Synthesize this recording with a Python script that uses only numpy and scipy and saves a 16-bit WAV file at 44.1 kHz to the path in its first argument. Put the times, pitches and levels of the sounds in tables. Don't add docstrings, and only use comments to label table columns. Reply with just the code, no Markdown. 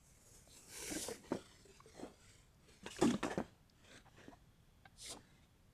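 import sys
import numpy as np
from scipy import signal
from scipy.fft import rfft, irfft, next_fast_len
from scipy.io import wavfile
from scipy.ndimage import uniform_filter1d

SR = 44100
rng = np.random.default_rng(int(sys.argv[2]) if len(sys.argv) > 2 else 0)


def store_wav(level_fs):
    pcm = np.round(np.clip(np.atleast_2d(level_fs), -1, 1) * 32767)
    wavfile.write(sys.argv[1], SR, pcm.T.astype(np.int16))


N = 252693
TIME = np.arange(N) / SR

# frequency in Hz, relative level in dB.
AIR_EQ = [(15, 1.5), (40, 7.5), (75, 5), (140, 5.5), (220, -2), (330, -9.5), (700, -13), (1300, -16.5),
          (2500, -20.5), (4500, -23.5), (8000, -26.5), (14000, -29.5)]
RUMBLE_EQ = [(15, -41), (45, 4), (80, -1.5), (120, -3), (220, -39)]
SHIRT_EQ = [(120, -22), (200, -3), (459, -7.5), (761, -11), (1040, -19), (1150, -15), (2210, -11.5),
            (3290, -19.5), (3940, -21), (4890, -13), (7550, -2.5), (13700, -18.5), (15000, -25)]
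LEGS_EQ = [(150, -10), (280, -11), (420, -0.5), (750, -19), (1300, -13), (2300, -13), (3100, -15),
           (4400, -14.5), (5500, -17), (8200, -14.5), (10000, -25), (15000, -37)]
SHEET_BRUSH_EQ = [(40, -20), (120, 5.5), (250, 3), (600, -8.5), (1100, -9), (1600, -8), (2700, -11.5),
                  (3500, -12), (4800, -16.5), (8000, -16), (10500, -33), (15000, -40)]
FLUTTER_EQ = [(40, -20), (110, -30), (180, -2.5), (380, -2), (600, -8.5), (950, -27), (1500, -15),
              (3000, -34), (8000, -49)]
SHEET_MODES_EQ = [(115, -34), (165, 12), (250, 13), (320, 11), (480, 0), (900, -59)]
SCRAPE_BODY_EQ = [(30, -34), (110, -21), (200, 8.5), (500, 7.5), (900, 2.5), (1400, -0.5), (2400, -4),
                  (3700, -9.5), (4600, -28), (8000, -35), (14000, -61)]
SCRAPE_HISS_EQ = [(2500, -24), (4300, -2), (6000, 2.5), (8300, 0.5), (10500, -10.5), (14000, -23.5)]
RASP_EQ = [(100, -7), (250, -7), (480, 6), (750, -2.5), (920, 0), (1200, -11.5), (1620, 1), (2200, 0.5),
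           (2750, -4), (3300, -6), (3800, -4), (4800, -15)]
SLIDE_OUT_EQ = [(1470, -41), (2500, -11.5), (3040, -5), (3320, -14), (3640, -6.5), (5830, 1), (10500, -2.5),
                (14200, -17.5), (14700, -30), (15000, -55.5)]
SLIDE_BACK_EQ = [(1470, -51), (2500, -22), (2630, -28), (3690, -6), (4730, -5.5), (8880, -5.5),
                 (10500, -8.5), (12000, -23), (13900, -26), (14700, -34.5), (15000, -63.5)]

# frequency in Hz, t60 in seconds.
FOREST_DECAY = [(150, 0.37), (1000, 0.45), (4000, 0.51), (12000, 0.18)]
# start in seconds, level in dB, lowest mode in Hz, rise and t60 in
# seconds, tilt in dB per octave.
TWIG_CRACKS = [(1.802, -45, 1117, 0.0018, 0.021, -12), (4.8515, -51.5, 778, 0.0057, 0.048, 0.5)]
# frequency as a multiple of the lowest mode, relative level in dB.
WOOD_MODES = [(1, -1), (2.03, -2), (2.87, -11), (3.51, -19), (4.06, -17), (4.95, -13), (5.92, -23)]
# peak time in seconds, base level in dB, rise and fall in
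# seconds, what rubs ("shirt", "legs" or "sheet").
MOVEMENTS = [(.08, -68, 0.11, 0.19, "shirt"), (.35, -62.5, 0.27, 0.18, "shirt"),
             (.55, -62.5, 0.16, 1, "shirt"), (.72, -61.5, 0.1, 0.14, "shirt"),
             (1.25, -70, 0.049, 0.18, "legs"), (1.335, -59, 0.11, 0.18, "legs"),
             (1.47, -69, 0.13, 0.37, "legs"), (1.73, -68.5, 0.58, 0.31, "legs"),
             (1.88, -68.5, 0.03, 0.21, "legs"), (2.01, -64, 0.18, 0.19, "legs"),
             (2.29, -66.5, 0.28, 0.23, "legs"), (2.70, -67.5, 0.12, 0.29, "legs"),
             (3.41, -66, 0.037, 0.19, "sheet"), (3.962, -58.5, 0.18, 0.059, "sheet"),
             (4.219, -67, 0.19, 0.22, "sheet"), (5.33, -74.5, 0.59, 0.22, "sheet")]
# peak time in seconds, level in dB, rise and fall in seconds,
# centre and width in Hz.
WEAVE_ZIPS = [(0.514, -66, 0.046, 0.11, 4020, 990), (.89, -59.5, 0.079, 0.079, 2240, 220),
              (.96, -60, 0.034, .035, 1586, 120), (1.13, -60.5, 0.044, 0.063, 1880, 1200),
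              (1.755, -76, 0.027, .04, 2680, 400), (1.872, -69, 0.013, 0.025, 8350, 500),
              (2.021, -74, 0.091, 0.068, 7900, 1400), (2.29, -74.5, 0.14, 0.23, 7530, 1000),
              (2.914, -57, .012, 0.016, 2950, 250), (3.165, -64, 0.043, 0.027, 3600, 300),
              (5.065, -62.5, 0.037, 0.067, 2080, 400), (5.265, -80, .05, .05, 3950, 150),
              (5.4, -83, 0.043, 0.056, 2050, 150)]
# start in seconds, level in dB, centre in Hz,
# t60 in seconds.
FLICKS = [(1.085, -42, 870, 0.035), (2.5445, -68, 6140, .015), (2.864, -37.5, 3090, 0.01),
          (2.965, -47, 1680, 0.021), (2.985, -39.5, 2850, 0.014), (3.0737, -37, 2830, 0.017),
          (3.107, -42.5, 2900, 0.017), (3.109, -38.5, 6060, 0.019), (3.139, -44.5, 3600, 0.036),
          (3.3772, -44.5, 4640, 0.0085), (3.3772, -51.5, 6700, .008), (3.383, -50, 6500, .008),
          (3.402, -45, 2240, 0.01), (3.697, -58, 4970, 0.016), (3.914, -50, 3500, .012),
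          (3.9755, -52, 2700, 0.015), (3.9755, -52, 6500, .01), (5.171, -48, 890, 0.022)]
# start in seconds, level in dB, pitch in Hz, t60 in seconds,
# snap level in dB relative to the swing, time to the snap's peak in seconds.
SHEET_KNOCKS = [(0.475, -53.5, 635, 0.019, -11, .0003), (1.0841, -30.5, 482, .035, -17, 0.0011),
                (1.3194, -25.5, 318, 0.017, -2, 0.00054), (1.3227, -34.5, 403, 0.018, 5, 0.00058),
                (1.3264, -35, 930, 0.024, -6, 0.00045), (1.3487, -36.5, 507, 0.02, 6, 0.00088),
                (1.3548, -38, 394, .05, -8, 0.00056), (1.366, -41, 538, 0.037, -10, .0007),
                (1.384, -47, 380, .06, 1, 0.0009), (1.858, -53.5, 443, 0.14, -11, 0.00042),
                (1.9956, -45.5, 387, 0.035, -4, 0.00079), (2.0328, -37.5, 297, 0.014, -3, 0.00091),
                (2.037, -47, 459.5, 0.15, -22, 0.00055), (2.831, -50, 194, 0.23, -8, 0.00044),
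                (2.8633, -39.5, 467, 0.022, 4, 0.00027), (2.987, -49, 378, .12, -12, .0006),
                (3.1425, -30.5, 205, 0.067, 0, 0.00095), (3.229, -29.5, 1100, .005, -2, 0.00024),
                (3.235, -29, 940, .011, -1.5, 0.00028), (3.2454, -29.5, 955, 0.0051, -1, 0.00032),
                (3.2482, -30, 274, 0.048, -3.5, 0.00089), (3.2657, -32.5, 336, .025, 3, 0.00037),
                (3.282, -38, 380, 0.017, 6, 0.00039), (3.3769, -23.5, 350, 0.0086, -0.5, 0.00089),
                (3.3824, -34, 213, 0.032, 4.5, 0.00074), (3.3882, -33, 240, 0.03, -2, 0.00074),
                (3.4022, -32, 620, 0.013, 7, 0.00047), (3.4062, -37, 246, 0.052, 1, .0007),
                (4.282, -45.5, 280, 0.075, 0, 0.00062), (5.166, -50, 292, 0.088, 2, .0004)]
# start and length in seconds, pitch in Hz,
# level in dB, loss per overtone in dB, shake as a share of the pitch.
FOAM_SQUEAKS = [(0.907, 0.031, 282, -40.5, 12.5, 0.13), (0.947, 0.042, 308, -40, 13, 0.18),
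                (1.095, .042, 460, -42.5, 25, 0.18), (1.645, 0.031, 402, -60, 24, 0.14),
                (1.671, 0.06, 394, -62, 21, 0.054), (3.017, 0.022, 345, -25, 27, 0.055),
                (3.008, 0.053, 800, -38, 25, 0.12), (3.007, 0.066, 1146, -44.5, 18, .062),
                (3.135, .015, 1138, -43.5, 23, 0.064), (4.042, 0.063, 832, -62.5, 8.5, 0.22),
                (4.296, 0.069, 984, -65.5, 18, 0.087), (4.319, 0.034, 712, -56, 17, 0.091)]
# start in seconds, level of the coarse slips in dB, rise and t60 in
# seconds, tilt of the slips in dB per octave, level of the fine hiss in dB.
RIB_SCRAPES = [(.9, -50, 0.0062, 1, -10.5, -66), (1.225, -60.5, 0.024, 0.41, 2, -73),
               (1.298, -50, .014, .06, -7, -75), (1.323, -46, 0.0063, 0.16, -7, -62),
               (1.925, -52.5, 0.12, .3, -9, -82), (2.831, -66, 0.0059, 1, 8, -67.5),
               (2.856, -46.5, 0.016, 0.089, 2, -56.5), (2.898, -56.5, .015, 0.51, 17, -56),
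               (2.94, -58.5, .024, 0.34, 0, -58), (2.985, -47.5, 0.0024, 0.14, -0.5, -62),
               (3.0125, -40.5, 0.0018, 0.44, 3, -44.5), (3.073, -46, 0.0036, 0.18, 10, -60),
               (3.103, -41.5, 0.0035, 0.043, 8, -54), (3.138, -42, .003, 0.062, -11, -74),
               (3.229, -43, 0.0006, .03, 7, -58), (3.2312, -36.5, 0.0015, 0.096, 2, -49),
               (3.247, -47, 0.0035, 0.24, -0.5, -53.5), (3.261, -41, 0.0035, .13, -1, -67),
               (3.295, -40.5, 0.021, 0.19, 0, -57), (3.377, -48, 0.0076, .16, -1, -66),
               (4.16, -63, 0.036, .16, 5.5, -84), (5.09, -53.5, 0.035, 0.26, -2, -67),
               (5.41, -72.5, 0.034, .07, 9, -80)]
# times of reaching speed and of starting to slow
# in seconds, base level in dB, attack and release in seconds, times of slipping free and of full
# pressure in seconds, rasp level in dB, air pocket pitch on reaching speed in Hz, its glide in octaves
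# per second, its level in dB. Rasp and pocket levels are relative to the hiss.
STROKES = [(.785, 1.025, -52.5, 0.11, 0.16, 1.025, 0.68, -5, 2350, -0.89, -15.5),
           (5.04, 5.12, -53, 0.067, 0.027, 5.108, 5.085, -8.5, 3800, -1.2, -6.5)]


def amp(db):
    return 10 ** (np.asarray(db) / 20)


def unit(x):
    return x / np.sqrt(np.mean(x ** 2) + 1e-20)


def read(points, hz):
    point_hz, value = np.transpose(points)
    return np.interp(np.log(hz + 1), np.log(point_hz + 1), value)


def colour(x, eq, tilt_db=0):
    hz = np.fft.rfftfreq(len(x), 1 / SR)
    gain = amp(read(eq, hz) + tilt_db * np.log2(1 + hz / 500))
    return unit(irfft(rfft(x) * gain, len(x)))


def add(mix, start, sound):
    part = mix[max(round(start * SR), 0):][:len(sound)]
    part += sound[:len(part)]


def drift(n, hz):
    noise = rng.standard_normal(next_fast_len(n + SR // 2))
    return colour(noise, [(hz, 0), (2 * hz, -80)])[:n]


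def swell(peak, rise, fall, shape=2):
    away = np.maximum((peak - TIME) / rise, (TIME - peak) / fall)
    return amp(-20 * np.minimum(away, 10) ** shape)


def resonate(x, hz, width_hz):
    carrier = np.exp(2j * np.pi * np.cumsum(hz * np.ones(len(x))) / SR)
    pole = np.exp(-np.pi * width_hz / SR)
    return unit((carrier * signal.lfilter([1], [1, -2 * pole, pole * pole], x / carrier)).real)


def friction(n, slips_per_s, share):
    slips = rng.standard_normal(n) * (rng.random(n) < slips_per_s / SR)
    return np.sqrt(share) * unit(slips) + np.sqrt(1 - share) * rng.standard_normal(n)


def folds(x, depth_db):
    hz, _, spectrum = signal.stft(x, SR, nperseg=1024)
    patches = rng.standard_normal(spectrum.shape)
    for _ in range(2):
        patches = uniform_filter1d(uniform_filter1d(patches, size=4, axis=0), size=8, axis=1)
    patches = np.minimum(unit(patches), 1.9)
    distinct = 1 / (1 + (hz[:, None] / 9000) ** 4)
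    spectrum = spectrum * amp(depth_db * distinct * patches)
    return unit(signal.istft(spectrum, nperseg=1024)[1][:len(x)])


def forest_air(air_db=-68, insect_db=-88, insect_hz=3340):
    trill = np.sqrt(2) * drift(N, hz=170) * np.sin(2 * np.pi * insect_hz * TIME)
    insect = amp(insect_db) * swell(peak=5.33, rise=3.6, fall=0.43) * trill
    return amp(air_db) * colour(rng.standard_normal(N), AIR_EQ) + insect


def trunk_echoes(x, wet_db=-23, echoes_per_s=1500, predelay_s=0.012):
    taps = rng.standard_normal(SR) * (rng.random(SR) < echoes_per_s / SR)
    taps *= np.arange(SR) > predelay_s * SR
    hz, t, spectrum = signal.stft(taps, SR, nperseg=256)
    decay = amp(-60 * t / read(FOREST_DECAY, hz)[:, None])
    tail = signal.istft(spectrum * decay, SR, nperseg=256)[1]
    return amp(wet_db) * signal.fftconvolve(x, tail / np.linalg.norm(tail))[:N]


def pushed_air(handling, gain_db=-35, follow=0.69):
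    vigour = np.sqrt(abs(uniform_filter1d(handling ** 2, size=4400)))
    return colour(rng.standard_normal(N), RUMBLE_EQ) * amp(gain_db) * vigour ** follow


def twigs():
    out, t = np.zeros(N), np.arange(SR // 8) / SR
    for start, db, hz, rise, t60, tilt_db in TWIG_CRACKS:
        cycles = np.cumsum(hz * (1 + 0.035 * drift(len(t), hz=500))) / SR
        ring = sum(amp(mode_db + tilt_db * np.log2(k)) * np.sin(2 * np.pi * (k * cycles + rng.random()))
                   for k, mode_db in WOOD_MODES)
        splinter = amp(3 * drift(len(t), hz=700))
        envelope = np.minimum(t / rise, 1) ** 2 * amp(db - 60 * np.maximum(t - rise, 0) / t60)
        add(out, start, ring * splinter * envelope)
    return out


def rustle(part, eq, gain_db):
    grains = folds(colour(friction(N, slips_per_s=1500, share=0.14), eq), depth_db=4.4)
    power = sum((amp(db) * swell(peak, rise, fall, shape=1.37)) ** 2
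                for peak, db, rise, fall, what in MOVEMENTS if what == part)
    return grains * np.sqrt(power) * amp(gain_db + 1.24 * drift(N, hz=37.8))


def ground_bounce(x, delay_s=0.000883, gain=0.38, sway=0.049):
    delay = delay_s * (1 + sway * drift(N, hz=3.4))
    echo = np.interp(np.round((TIME - delay) * SR), np.arange(N), x)
    return (x + gain * echo) / np.hypot(1, gain)


def zips(flicker_db=3):
    out = np.zeros(N)
    for peak, db, rise, fall, hz, width in WEAVE_ZIPS:
        envelope = swell(peak, rise, fall)
        heard = envelope > 0.01
        slips = friction(heard.sum(), slips_per_s=600, share=0.43)
        out[heard] += amp(db) * envelope[heard] * resonate(slips, hz, width)
    return out * amp(flicker_db * drift(N, hz=60))


def crackles():
    out, t = np.zeros(N), np.arange(SR // 4) / SR
    for start, db, hz, t60 in FLICKS:
        band = [(hz / 4, -40), (hz / 1.5, -20), (hz, 0), (hz * 1.5, -20), (hz * 4, -60)]
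        envelope = np.minimum(20 * t / t60, 1) * amp(db - 60 * t / t60)
        add(out, start, envelope * colour(rng.standard_normal(len(t)), band))
    return out


def knocks(flutter_db=-14, flutter_t60=0.11):
    out, t = np.zeros(N), np.arange(SR // 4) / SR
    low_cut = signal.butter(2, 130, "high", fs=SR, output="sos")
    flutter_envelope = amp(flutter_db - 60 * t / flutter_t60) * (1 - np.exp(-t / 0.0024))
    for start, db, hz, t60, snap_db, snap_s in SHEET_KNOCKS:
        age = t / snap_s
        snap = amp(snap_db) * (age * np.exp(1 - age)) ** 4
        swing = np.sin(2 * np.pi * hz * t) * amp(-60 * t / t60) * (1 - np.exp(-2 * age ** 2))
        flutter = colour(rng.standard_normal(len(t)), FLUTTER_EQ) * flutter_envelope
        add(out, start, amp(db) * (signal.sosfilt(low_cut, swing + snap) + flutter))
    return out


def wobble(start=3.02, rise=0.026, t60=0.43, gain_db=-30):
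    taut_hz, slack_hz, slacken_s = 324.5, 208, 0.05
    checked_at, checked_t60 = 3.172, 0.088
    t = np.maximum(TIME - start, 0)
    hz = slack_hz + (taut_hz - slack_hz) * np.exp(-t / slacken_s)
    lurch = 1 + 0.13 * drift(N, hz=130)
    cycles = np.cumsum(lurch * hz) / SR
    swing = unit(np.sin(2 * np.pi * cycles) * amp(2 * drift(N, hz=70)))
    neighbours = 0.5 * colour(rng.standard_normal(N), SHEET_MODES_EQ)
    fade = np.maximum(t - rise, 0) / t60 + np.maximum(TIME - checked_at, 0) / checked_t60
    envelope = np.minimum(t / rise, 1) * amp(gain_db - 60 * np.minimum(fade, 10))
    return envelope * (swing + neighbours)


def squeaks():
    out = np.zeros(N)
    for start, length, hz, db, fall_db, shake in FOAM_SQUEAKS:
        n = int(length * SR)
        cycles = np.cumsum(hz * (1 + shake * drift(n, hz=400))) / SR
        tone = sum(amp(-fall_db * k) * np.sin(2 * np.pi * k * cycles) for k in range(1, 6))
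        grip = amp(2.8 * drift(n, hz=300))
        add(out, start, amp(db) * unit(tone * grip) * signal.windows.hann(n))
    return out


def scrapes():
    out, t = np.zeros(N), np.arange(SR // 2) / SR
    for start, db, rise, t60, tilt_db, hiss_db in RIB_SCRAPES:
        envelope = np.minimum(t / rise, 1) * amp(-60 * np.maximum(t - rise, 0) / t60)
        coarse = folds(friction(len(t), slips_per_s=900, share=0.4), depth_db=4.2)
        fine = folds(friction(len(t), slips_per_s=4000, share=0.2), depth_db=3)
        body = amp(db) * colour(coarse, SCRAPE_BODY_EQ, tilt_db)
        hiss = amp(hiss_db) * colour(fine, SCRAPE_HISS_EQ)
        add(out, start, envelope * (body + hiss))
    return out


def swish(stroke, eq, gain_db, pull_db_per_s=13.5):
    start, end, db, attack, release, slip_at, press_at, rasp_db, pocket_hz, glide, pocket_db = stroke
    outside = np.maximum((start - TIME) / attack, 0) + np.maximum((TIME - end) / release, 0)
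    envelope = amp(db - 20 * np.minimum(outside, 10) ** 2)
    pressure = amp(-20 * np.clip((press_at - TIME) / attack, 0, 2))
    pull_db = pull_db_per_s * (np.clip(TIME, start, end) - start)
    slip_db = 4 * np.exp(-((TIME - slip_at) / 0.015) ** 2)
    hiss = folds(colour(friction(N, slips_per_s=6600, share=0.13), eq), depth_db=3) * amp(slip_db)
    rasp = folds(colour(friction(N, slips_per_s=500, share=0.5), RASP_EQ), depth_db=5.5)
    rasp *= amp(rasp_db) * pressure
    sinking_hz = pocket_hz * 2 ** (glide * np.clip(TIME - start, -0.5, 0.5))
    pocket = resonate(rng.standard_normal(N), sinking_hz, width_hz=0.29 * pocket_hz)
    pocket *= amp(pocket_db - 2 * slip_db)
    grip = amp(1.6 * drift(N, hz=55))
    return amp(gain_db + pull_db) * envelope * (hiss * grip ** 0.38 + (rasp + pocket) * grip)


def scene():
    sliding = swish(STROKES[0], SLIDE_OUT_EQ, gain_db=1.5) + swish(STROKES[1], SLIDE_BACK_EQ, gain_db=0.5)
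    brushing = rustle("shirt", SHIRT_EQ, gain_db=-0.5)
    brushing += ground_bounce(rustle("legs", LEGS_EQ, gain_db=2))
    brushing += rustle("sheet", SHEET_BRUSH_EQ, gain_db=3)
    near = sliding + brushing + twigs() + zips() + scrapes() + crackles()
    near += knocks() + wobble() + squeaks()
    return (near + trunk_echoes(near) + pushed_air(near) + forest_air())[None]


def record(dry):
    high_cut = signal.firwin(511, 14400, window=("kaiser", 9), fs=SR)
    return signal.oaconvolve(dry, high_cut[None], "same")


dry = scene()
out = record(dry)
store_wav(out)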